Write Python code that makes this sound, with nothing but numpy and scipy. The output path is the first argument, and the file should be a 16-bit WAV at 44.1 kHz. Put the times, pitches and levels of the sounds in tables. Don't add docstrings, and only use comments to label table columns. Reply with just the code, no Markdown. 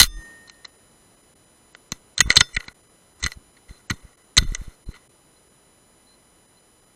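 import sys
import numpy as np
from scipy import signal
from scipy.fft import rfft, irfft, next_fast_len
from scipy.io import wavfile
from scipy.ndimage import uniform_filter1d

SR = 44100
rng = np.random.default_rng(int(sys.argv[2]) if len(sys.argv) > 2 else 0)


def log_audio(samples):
    frames = np.atleast_2d(samples).T
    limited = np.clip(frames, -1, 1)
    pcm = np.round(limited * 32767).astype(np.int16)
    wavfile.write(sys.argv[1], SR, pcm)


def to_linear_factor(level_db):
    exponent = np.asarray(level_db, float) / 20
    return 10 ** exponent


N = 306803


def filtered(x, response):
    size = next_fast_len(N + SR // 2)
    spectrum = rfft(x, size) * response(np.fft.rfftfreq(size, 1 / SR))
    return irfft(spectrum, size)[..., :N]


def modes(hz, peaks):
    total = 0
    for k, (centre_hz, width_hz, level_db) in enumerate(peaks):
        damping = 1j * hz * width_hz
        total = total + (-1) ** k * to_linear_factor(level_db) * damping / (centre_hz ** 2 - hz * hz + damping)
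    return total


def noise(response):
    x = filtered(rng.standard_normal(N), response)
    return x / np.std(x)


def add(track, start_s, sound):
    i = max(round(start_s * SR), 0)
    track[..., i:i + sound.shape[-1]] += sound[..., :N - i]


# pitch_hz, level_db
HISS = [(15, -27), (25, 2.5), (378, 0.5), (2770, -14.5), (6500, -20), (11200, -20.5), (15400, -28),
        (15900, -69.5)]
# pitch_hz, width_hz, level_db
SUPPLY = [(9500, 200, -70), (10440, 140, -72), (7100, 280, -78.5), (12600, 400, -85)]
# pitch_hz, level_db
WHINE = [(1265, -83), (9362, -81), (10363, -80.5)]
CLOCK_DB = [-80.5, -80, -77, -75, -78, -78, -73, -85, -80.5, -69.5, -93, -86.5, -84.5]


def electronics():
    pitch_hz, level_db = np.transpose(HISS)
    out = to_linear_factor(-61) * noise(lambda hz: to_linear_factor(np.interp(np.log(hz + 1), np.log(pitch_hz), level_db)))
    for centre_hz, width_hz, db in SUPPLY:
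        out += to_linear_factor(db) * noise(lambda hz: np.exp(-((hz - centre_hz) / width_hz) ** 2))
    clock_hz = 1001
    tones = WHINE + [(clock_hz * (k + 1), db) for k, db in enumerate(CLOCK_DB)]
    for tone_hz, db in tones:
        wander = 0.0028 * np.cumsum(rng.standard_normal(N))
        out += to_linear_factor(db + 2.5) * np.sin(2 * np.pi * tone_hz * np.arange(N) / SR + wander)
    return out


# start_s, level_db, pulses
CHIRPS = [(2.531, -58, 2), (3.699, -58, 4), (4.862, -58, 4), (5.363, -60, 1), (6.069, -59, 4),
          (6.571, -59, 1)]


def cricket():
    out, t = np.zeros(N), np.arange(round(0.019 * SR)) / SR
    pulse = np.sin(np.pi * t / t[-1]) ** 0.23 * np.sin(2 * np.pi * 4066 * t)
    for start_s, level_db, pulses in CHIRPS:
        for k in range(round(pulses)):
            add(out, start_s + 0.022 * k, to_linear_factor(level_db + rng.normal(0, 1.0)) * pulse)
    return out


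# top_s, top_db, swing_s, rebound_share
COCKING_JOLTS = [(.009, -15.5, 0.012, .47), (1.9198, -33, 0.00073, .9), (1.925, -23, .0033, 0.25),
                 (2.201, -25.5, .0095, 1.3), (2.221, -22, 0.0048, .78), (2.258, -21, .023, 0.43),
                 (2.276, -22.5, .019, .97), (2.303, -24.5, 0.0032, 1.05), (2.368, -25.5, 0.0041, 1.05),
                 (2.377, -16.5, .0098, .45), (2.391, -26, 0.0068, 1.1), (2.416, -17.5, .01, .2),
                 (2.573, -24, 0.035, 1.1), (2.684, -34, 0.0032, 0.4)]
CLOSING_JOLTS = [(3.236, -29, 0.019, 0.52), (3.25, -20.5, 0.019, 0.44), (3.263, -24.5, 0.01, 0.88),
                 (3.373, -33.5, 0.016, 0.56), (3.71, -32, 0.022, 0.67), (3.909, -15, 0.0032, 0.24),
                 (3.92, -22.5, 0.011, 0.67), (3.938, -31, 0.0063, 0.56), (4.051, -36, 0.022, 0.6),
                 (4.376, -20.5, 0.0031, 1.1), (4.384, -23, 0.0067, 1.6), (4.414, -28, 0.0091, 1.2),
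                 (4.425, -20, 0.0051, 1.2), (4.447, -32, 0.0041, 0.8), (4.5213, -20.5, 0.042, 0.23),
                 (4.616, -27, 0.027, 0.49), (4.68, -32.5, 0.056, 1.43), (4.89, -24.5, 0.026, 0.86)]
SWAYS = [(0.022, -20, 0.003, 1.3), (0.042, -22, .0048, 0.58), (0.074, -25.5, 0.039, 0.43),
         (0.098, -31, 0.02, 0.42), (.12, -36, 0.022, 1.2), (0.148, -32, 0.017, 0.47),
         (.173, -26.5, 0.02, 0.26), (0.195, -32, 0.0087, 0.12), (4.393, -11.5, 0.0087, 0.29),
         (4.437, -29, 0.0037, .14), (4.454, -24.5, 0.0041, 0.49), (4.487, -17, 0.046, 0.5),
         (4.54, -32.5, 0.022, 0.72), (4.593, -28.5, 0.032, 1.4)]


def lurches():
    out = np.zeros(N)
    jolt_fall_s, sway_fall_s = 0.0021, 0.013
    rows = [(*row, jolt_fall_s) for row in COCKING_JOLTS + CLOSING_JOLTS]
    rows += [(*row, sway_fall_s) for row in SWAYS]
    for top_s, top_db, swing_s, rebound, fall_s in rows:
        swing, fall = max(swing_s, .001) * SR, max(fall_s, .001) * SR
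        u, v = np.arange(swing) / swing, np.arange(fall) / fall
        rise = -u ** .8 * np.sin(1.5 * np.pi * u)
        drop = 1 - (1 + rebound) * (1 - np.cos(np.pi * v)) / 2
        settle_s = 0.0055 + 0.67 * fall_s
        settle = -rebound * np.exp(-(np.arange(SR // 10) / SR / settle_s) ** 1.5)
        add(out, top_s - len(u) / SR, to_linear_factor(top_db) * np.concatenate([rise, drop, settle]))

    def capsule(hz):
        mount = 1 + modes(hz, [(129, 12, -14.0), (269.8, 22, -9.0)])
        return mount / (1 + 1j * hz / 900) * hz / (hz - 6j)

    return filtered(out, capsule)


# pitch_hz, width_hz, level_db
HOUSING = [(1445, 93, -1), (1978, 110, 4.5), (2680, 38, -13), (3030, 140, -3.5), (3544, 150, -9),
           (4160, 170, -3), (5180, 120, -14.5), (5330, 110, -21.5), (6294, 200, -3.5), (8396, 200, -21.5),
           (9500, 540, -46.5), (11300, 90, -38), (11725, 250, -36.5), (13200, 260, -31.5)]
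# low_hz, high_hz
EDGES = [(300, 650), (800, 1250), (1250, 1700), (1700, 2350), (2350, 3250), (3250, 3800), (3800, 5000),
         (5000, 5800), (5800, 6900), (6900, 8500), (9000, 11500), (11500, 13400)]


def housing():
    hz = np.fft.rfftfreq(SR // 2, 1 / SR)
    broad = [(417, 130, -17.5), (1103, 320, -7.5), (2430, 940, -10.0), (6500, 3300, -16.5), (10500, 1800, -41)]
    whole = irfft(modes(hz, HOUSING) + modes(hz, broad))[:SR // 25]
    groups = []
    for band in EDGES:
        sos = signal.butter(2, band, "band", fs=SR, output="sos")
        groups.append(signal.sosfilt(sos, whole))
    return np.array(groups) / np.linalg.norm(groups, axis=1)[:, None]


# start_s, end_s, first_db, last_db, brightness_db
SLIDES = [(1.927, 1.978, -52, -65, 1.5), (2.173, 2.216, -47.5, -48.5, -5.5),
          (2.228, 2.31, -54, -37.5, -6.5), (2.292, 2.338, -40.5, -36, -4.5), (2.342, 2.422, -40, -37, -3),
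          (2.405, 2.506, -47, -63, -0.5), (2.472, 2.538, -64, -55, -1), (2.584, 2.734, -48.5, -58.5, -5),
          (3.194, 3.34, -54.5, -53, 2), (3.683, 3.81, -56, -63.5, -2), (3.92, 3.978, -50, -59.5, -1),
          (3.982, 4.246, -58, -66.5, -6), (4.373, 4.447, -44, -50.5, -3.5), (4.446, 4.562, -54, -51.5, 0.5),
          (4.552, 4.66, -54.5, -54.5, -2), (4.66, 4.755, -55, -62, -2.5), (4.884, 4.936, -58, -56.5, -2.5),
          (4.924, 4.973, -57, -50.5, -10), (4.972, 5.059, -64, -70, -4.5)]


def scrape():
    t, level = np.arange(N) / SR, np.zeros((2, N))
    for start_s, end_s, first_db, last_db, bright_db in SLIDES:
        ramp_db = np.interp(t, [start_s, end_s], [first_db, last_db], left=-120, right=-120)
        level += to_linear_factor(ramp_db + [[0], [bright_db]])
    level = uniform_filter1d(level, size=500)

    def lumps(size, rows):
        return rng.standard_normal((rows, N // size + 1)).repeat(size, axis=1)[:, :N]

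    clumping_db = 1.7 * lumps(60, 1) + 3.1 * lumps(400, len(EDGES))
    grains = rng.standard_normal((len(EDGES), N)) * to_linear_factor(clumping_db)
    colour_db = np.array([-8.5, -8.0, -8, -5.5, -12, -10.5, -8.5, -12, -9, -9.5, -11.5, -14.5])[:, None]
    drive = grains / np.std(grains) * level[[0] * 5 + [1] * 7] * to_linear_factor(colour_db)
    return signal.oaconvolve(drive, housing()[:, :SR // 50], axes=1)[:, :N].sum(axis=0)


# pitch_hz, level_db
COIL = [(1400, -9), (2010, 3), (2300, -0.5), (2920, -4), (4080, -8), (4260, -14), (5330, -5), (5560, -11),
        (6050, -1), (7000, -9), (8050, -0.5), (8380, -1)]
# time_s, level_db
COIL_SWELL = [
    (2.525, -78),
    (2.534, -53),
    (2.546, -48),
    (2.549, -35.5),
    (2.556, -46),
    (2.559, -75),
]


def coil():
    time_s, level_db = np.transpose(COIL_SWELL)
    t, out = np.arange(time_s[0], time_s[-1], 1 / SR), np.zeros(N)
    creak = np.zeros(len(t))
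    for pitch_hz, db in COIL:
        wander = 0.031 * np.cumsum(rng.standard_normal(len(t)))
        creak += to_linear_factor(db) * np.sin(2 * np.pi * pitch_hz * t + wander)
    add(out, time_s[0], to_linear_factor(np.interp(t, time_s, level_db)) * creak)
    return out


def ringing(bar, level_db, rough):
    t = np.arange(SR * 2 // 3) / SR
    out = np.zeros(len(t))
    for pitch_hz, db, t60_s in bar:
        wander = rough * np.cumsum(rng.standard_normal(len(t)))
        out += to_linear_factor(level_db + db - 60 * t / min(t60_s, .8)) * np.sin(2 * np.pi * pitch_hz * t + wander)
    return out


# pitch_hz, level_db, rise_s, t60_s
TANK = (1841, -27, 0.37, 1.02)
# pitch_hz, level_db, t60_s
BARREL = [(2310, -28, .29), (2697, -20, 0.3), (4592, -28, 0.38), (3564, 7, 0.23), (5125, -7, 0.31),
          (6282, -12, .45), (8479, -25, .5), (9577, -17, 0.43), (1200, -22, 0.55), (440, -21.5, .3),
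          (320, -23, .8), (197, -27, 0.7), (10400, -30, .3), (11700, -27, .2)]
CATCH = [(1529, -6, 0.09), (2202, -7, 0.15), (2573, 2, 0.07), (6438, -7, .095), (2950, -8, 0.12),
         (3542, -7, 0.25), (5647, -8, 0.13), (6282, -7, .1), (8662, -11, 0.17), (9335, -7, 0.08),
         (9787, -12, .16), (15300, -25, .1), (13440, -11, .09)]
BREECH = [(1480, -7, 0.16), (1992, -12, .25), (3558, 0, 0.22), (3811, -8, .22), (4194, -8, 0.35),
          (6277, -6, 0.27), (6977, -13, .13), (9770, -14.5, 0.081)]
LEVER = [(1437, 5, 0.08), (3558, -3, 0.25), (4544, -9, 0.11), (5216, 1, 0.14), (5642, -13.5, 0.13),
         (6282, -24, 0.3), (1900, -20, 0.4), (9006, -20.5, 0.25)]


def steel():
    out, t = np.zeros(N), np.arange(2 * SR) / SR
    pitch_hz, level_db, rise_s, t60_s = TANK
    swell = to_linear_factor(level_db - 60 * t / t60_s) * (1 - np.exp(-(t / rise_s) ** 2))
    add(out, 0, swell * np.sin(2 * np.pi * pitch_hz * t))
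    add(out, 0, ringing(BARREL, -24.0, rough=.003))
    add(out, 2.215, ringing(CATCH, -36.0, rough=.006))
    add(out, 2.372, ringing(BREECH, -39.5, rough=.005))
    add(out, 2.412, ringing(LEVER, -32.5, rough=0.0066))
    add(out, 4.385, ringing(BREECH, -38.5, rough=0.0058))
    return out


# time_s, level_db
AIR = [
    (0, -24.5),
    (.042, -28.5),
    (0.065, -38.5),
    (0.073, -44),
    (0.083, -62),
    (.12, -76.5),
]


def air():
    level = to_linear_factor(np.interp(np.arange(N) / SR, *np.transpose(AIR), right=-120))
    peaks = [(2200, 6000, -3.5), (5923, 4100, -1.0), (10800, 4900, -2.5)]
    return level * noise(lambda hz: modes(hz, peaks) * (hz > 900))


# (0 gives the ten lower groups the
# common EVEN_DB colour, 1 the part's own colour; the two treble groups always take the part's treble_db)
HAMMER = [(0, 5, 1.5, 0.66), (.002, 0.5, 1.56, 1.3), (.006, -1, 1.5, 0.73), (.008, -9, 4, 2.7),
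          (.0143, 1, .8, 0.63), (.016, -3.5, 1.4, 1.7), (.0198, -12, 1.5, .6), (.024, -12.5, 5.7, 1.2),
          (.0298, -5, 1.2, 0.9), (.0315, -10, 1.5, 0.85), (.033, -16.5, 2.4, 0.53), (.039, -13, 1.4, 0.68),
          (.042, -26, 9.2, .1)]
BOLT = [(2.179, -11, 1.9, 1.36), (2.189, -18.5, 2.8, 0.31), (2.366, 1.5, 1.46, 0.38),
        (2.369, -2, 3.3, 2.85), (2.373, -4.5, 0.55, 1), (2.381, -20, 10.3, 1.4), (3.24, -15.5, 1.6, 0.68),
        (4.378, -1, 1.52, 1.23), (4.382, -2.5, 2.2, 0.82), (4.432, -37, 2.5, 1.1)]
SEAR = [(.0035, -5, 1.65, 1.2), (2.2043, 1, 1.6, 0.27), (2.298, -26, 2.2, 0.64), (2.357, -9, 3.3, 1.1),
        (2.401, -20, 1.4, 1.3), (2.405, -3, 2.7, 0.32), (3.209, -49.5, 3, 0.33), (4.368, -8.5, 1.27, 0.34),
        (4.375, -4.5, 3.1, 1.23), (4.548, -14, 2.06, 1.04)]
PIVOT = [(2.2075, -7.5, 2.2, 0.69), (2.21, -11, 1.8, 1), (2.314, -16.5, 3.6, 0.63), (2.325, -21, 1.3, 0.36),
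         (2.362, -14, 4.25, 0.32), (3.225, -34, 2.7, 0.49), (3.227, -22, 1.8, 0.54),
         (3.2295, -23.5, 1.6, .6), (3.2375, -14, 1.4, 0.36), (3.243, -31, 2.6, 0.32),
         (3.2615, -12, 2, 1.15), (3.898, -22, 1.84, 0.82), (3.9005, -16, 1.5, 1.2), (3.903, -18, 1.7, 0.69)]
STOP = [(2.307, -16.5, 4.2, 0.39), (2.681, -25.5, 2.7, 1), (3.318, -25.5, 0.54, 0.28), (3.908, -16, 2.9, 1),
        (4.386, -23, 2.7, 0.2)]
LOCK = [(2.408, 0.5, 1.7, 1.1), (2.4125, -11.5, 2, 1)]
SAFETY = [(1.749, -31, 0.33, 0.94), (4.426, -34.5, 1.5, 1)]
SLING = [(1.9195, -17.5, 0.72, 1), (1.924, -29, 1.3, 0.68)]
CAP = [(2.2095, -26, 2.6, 1), (2.2125, -22.5, 1.5, 1), (3.266, -35, 2, 1), (3.272, -41, 12, 0.92),
       (4.385, -25.5, 1.17, 1), (4.39, -39, 12, 1), (4.405, -43.5, 12, 1), (4.432, -50, 3, 1)]
RAIL = [(.475, -46, 7.8, 1.3), (.496, -35, 1.7, 0.2), (.543, -61, 2.7, 1.46), (.651, -29.5, 1.34, 0.91),
        (2.548, -35, 1.3, 0.47)]
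STOCK = [(.007, -13.5, 2.75, 1.03), (2.3026, 2.5, 1, 0.7), (2.5668, -7.5, 1.5, 2), (2.564, -8.5, 3.9, 1.04),
         (2.601, -26, 3.2, 1.2), (2.6045, -23.5, 1.6, 1.17), (3.249, -21.5, 7.1, 0.6),
         (3.267, -16.5, 1.1, 0.78), (3.279, -31.5, 3.9, 0.91), (3.912, -26, 5.3, 0.89),
         (4.413, -31, 1.5, 1.05), (2.641, -36.5, 1.45, 1.1), (3.692, -40, 1.58, .6), (4.521, -36, 1.2, 1.5)]
MORE_SEAR = [(2.1788, -17, 1, 1.1)]
# start_s, energy_db
TICKS = [(0.489, -43), (.645, -28.5), (3.567, -42.5), (4.638, -51), (4.93, -23), (4.943, -49.5),
         (4.95, -39), (4.96, -38.5)]
TICK_MS, TICK_FOCUS = 6.9, 0.87
# contacts, lower_colour_db (ten lower mode groups), treble_db (two upper groups)
PARTS = [(HAMMER, (-28.5, -23, -15, -11.5, -22.5, -7.5, -0.5, -17.5, -6.5, -14.5), (-9.5, -13)),
         (BOLT, (-26, -21.5, -13, -15.5, -14, -4.5, 0, -13, -8, -9), (-26, -32)),
         (SEAR, (-26.5, -17.5, -14.5, -9.5, -12, -14, -9.5, -15.5, -1, -6), (-25, -35)),
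         (PIVOT, (-22, -20.5, -6.5, 0.5, -13, -15.5, -8, -14, -4.5, -12), (-20, -29.5)),
         (STOP, (-18.5, -7, -7, -2.5, -12.5, -13.5, -3, -22, -15.5, -19), (-22, -17)),
         (LOCK, (-22, -10.5, -6, -7.5, -11, -4, -9.5, -10.5, -14, -16), (-24.5, -36)),
         (SAFETY, (-8, -18.5, 1, -7.5, -22, -7.5, -5.5, -33.5, -15, -34), (-31, -43.5)),
         (SLING, (-14, -7, -7.5, -3.5, -16, -9, -1, -9.5, 1, -23), (-28, -15)),
         (CAP, (-27, -25.5, -21.5, -15, -18.5, -10.5, -12, -15, -12.5, -7.5), (0, -2)),
         (RAIL, (-19, -6.5, -17.5, -9.5, -19.5, -31, 4, -4, -16.5, -26.5), (-30, -35.5)),
         (STOCK + [(s, db, TICK_MS, TICK_FOCUS) for s, db in TICKS],
         (-24.5, -20, -12.5, -2, -13, -15, -8.5, -23, -18, -21.5), (-26, -36.5)),
         (MORE_SEAR, (-30.5, -24.5, -20, -13.5, -14, -16, -10, -8, 0, -10), (-25, -35))]
EVEN_DB = (-20, -13, -9, -1.5, -6.5, -9, -2.5, -8, -2.5, -7)


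def contacts():
    t, out, body = np.arange(SR // 25) / SR, np.zeros(N), housing()
    briefer = np.array([0.55, 0.45, 1.9, 1.2, 1.7, 0.96, 1.3, 0.74, 0.71, 1.3, 0.75, 1.6])[:, None]
    for rows, colour_db, treble_db in PARTS:
        for start_s, energy_db, rattle_ms, focus in rows:
            lower_db = np.add(EVEN_DB, focus * np.subtract(colour_db, EVEN_DB))
            length_s = max(rattle_ms / 1000, .0004)
            trail = to_linear_factor(-32.0 - 60 * t / 0.043)
            shape = np.exp(-(t / (length_s * briefer)) ** 2) + trail
            onset = 1 - np.exp(-t / (0.00014 + 0.15 * length_s))
            rattle = rng.standard_normal((len(EDGES), len(t))) * onset * shape
            rattle[:, 0] = to_linear_factor(-3 - .4 * np.arange(len(EDGES))) * np.sqrt(length_s * SR)
            ring = signal.fftconvolve(rattle, body, axes=1)
            ring /= np.linalg.norm(ring, axis=1)[:, None]
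            add(out, start_s, to_linear_factor(energy_db + np.append(lower_db, treble_db) + 16.5) @ ring)
    return out


# time_s, gain_db
GAIN = [
    (0, -23.5),
    (0.088, -7),
    (.16, 3.5),
    (0.229, 9),
    (.5, 3.5),
    (1.2, 2.5),
    (7, 1.5),
]


def scene():
    gain = to_linear_factor(np.interp(np.arange(N) / SR, *np.transpose(GAIN)))
    blows = contacts() + air() + coil() + scrape() + lurches()
    return (blows + gain * (steel() + cricket() + electronics()))[None]


def during(spans, t):
    return np.any([(t >= start_s) & (t <= end_s) for start_s, end_s in spans], axis=0)


def holes(hz, t, share):
    field = rng.standard_normal((len(hz), len(t)))
    field = uniform_filter1d(uniform_filter1d(field, size=3, axis=0), size=24, axis=1)
    return (field < np.quantile(field, share)) * (hz > 11000)[:, None]


# start_s, end_s
DROPS = [(.483, .514), (.643, .676), (1.73, 1.763), (1.891, 1.919), (2.147, 2.203), (2.277, 2.295),
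         (2.306, 2.367), (2.372, 2.385), (2.4, 2.407), (2.41, 2.418), (2.531, 2.594), (2.66, 2.689),
         (3.202, 3.2655), (3.874, 3.905), (4.354, 4.378), (4.381, 4.384), (4.546, 4.577)]
# start_s, end_s
LEAKS = [(2.203, 2.209), (2.295, 2.306), (2.367, 2.372), (2.407, 2.41), (4.378, 4.381)]
THIN = [.157, .239, .712, .775, 1.16, 1.223, 1.347, 1.456, 2.228, 2.241, 2.252, 2.482, 2.546, 2.737, 2.824,
        2.864, 2.888, 3.144, 3.525, 3.955, 4.018, 4.145, 4.167, 4.232, 4.453, 4.465, 4.845, 4.855, 4.934,
        5.085, 5.491, 6.473, 6.619, 6.812, 6.855]
STARVED = [2.737, 4.165, 4.851, 4.934, 5.085, 1.347]


def dropouts(x):
    now = np.arange(N) / SR
    treble = filtered(x, lambda hz: .988 * np.clip((hz - 8600) / 250, 0, 1))
    lost = np.maximum(during(DROPS, now), 0.64 * during(LEAKS, now))
    x = x - treble * uniform_filter1d(lost, size=160)
    hz, t, z = signal.stft(x, SR, nperseg=512, noverlap=384)

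    def frames(centres_s):
        half_s = .013 / 2
        return during([(s - half_s, s + half_s) for s in centres_s], t) * (hz > 450)[:, None]

    steady = uniform_filter1d(np.abs(z), size=15, axis=1)
    neighbours = uniform_filter1d(steady, size=13, axis=0)
    thin = (np.abs(z) < to_linear_factor(2) * steady) * frames(THIN) * ~frames(STARVED)
    bare = (steady < to_linear_factor(0.9) * neighbours) * frames(STARVED)
    z = z * (1 - .9 * thin) * (1 - .9 * bare) * (1 - .75 * holes(hz, t, share=.12))
    return signal.istft(z, SR, nperseg=512, noverlap=384)[1][:, :N]


def low_pass(x):
    return signal.sosfilt(signal.butter(12, 15880, fs=SR, output="sos"), x)


def record(dry):
    top = np.where(np.arange(N) < 0.5 * SR, .76, .98)
    clipped = dry / (1 + np.abs(dry / top) ** 6) ** (1 / 6)
    mix = dropouts(clipped)
    return low_pass(mix)


dry = scene()
out = record(dry)
log_audio(out)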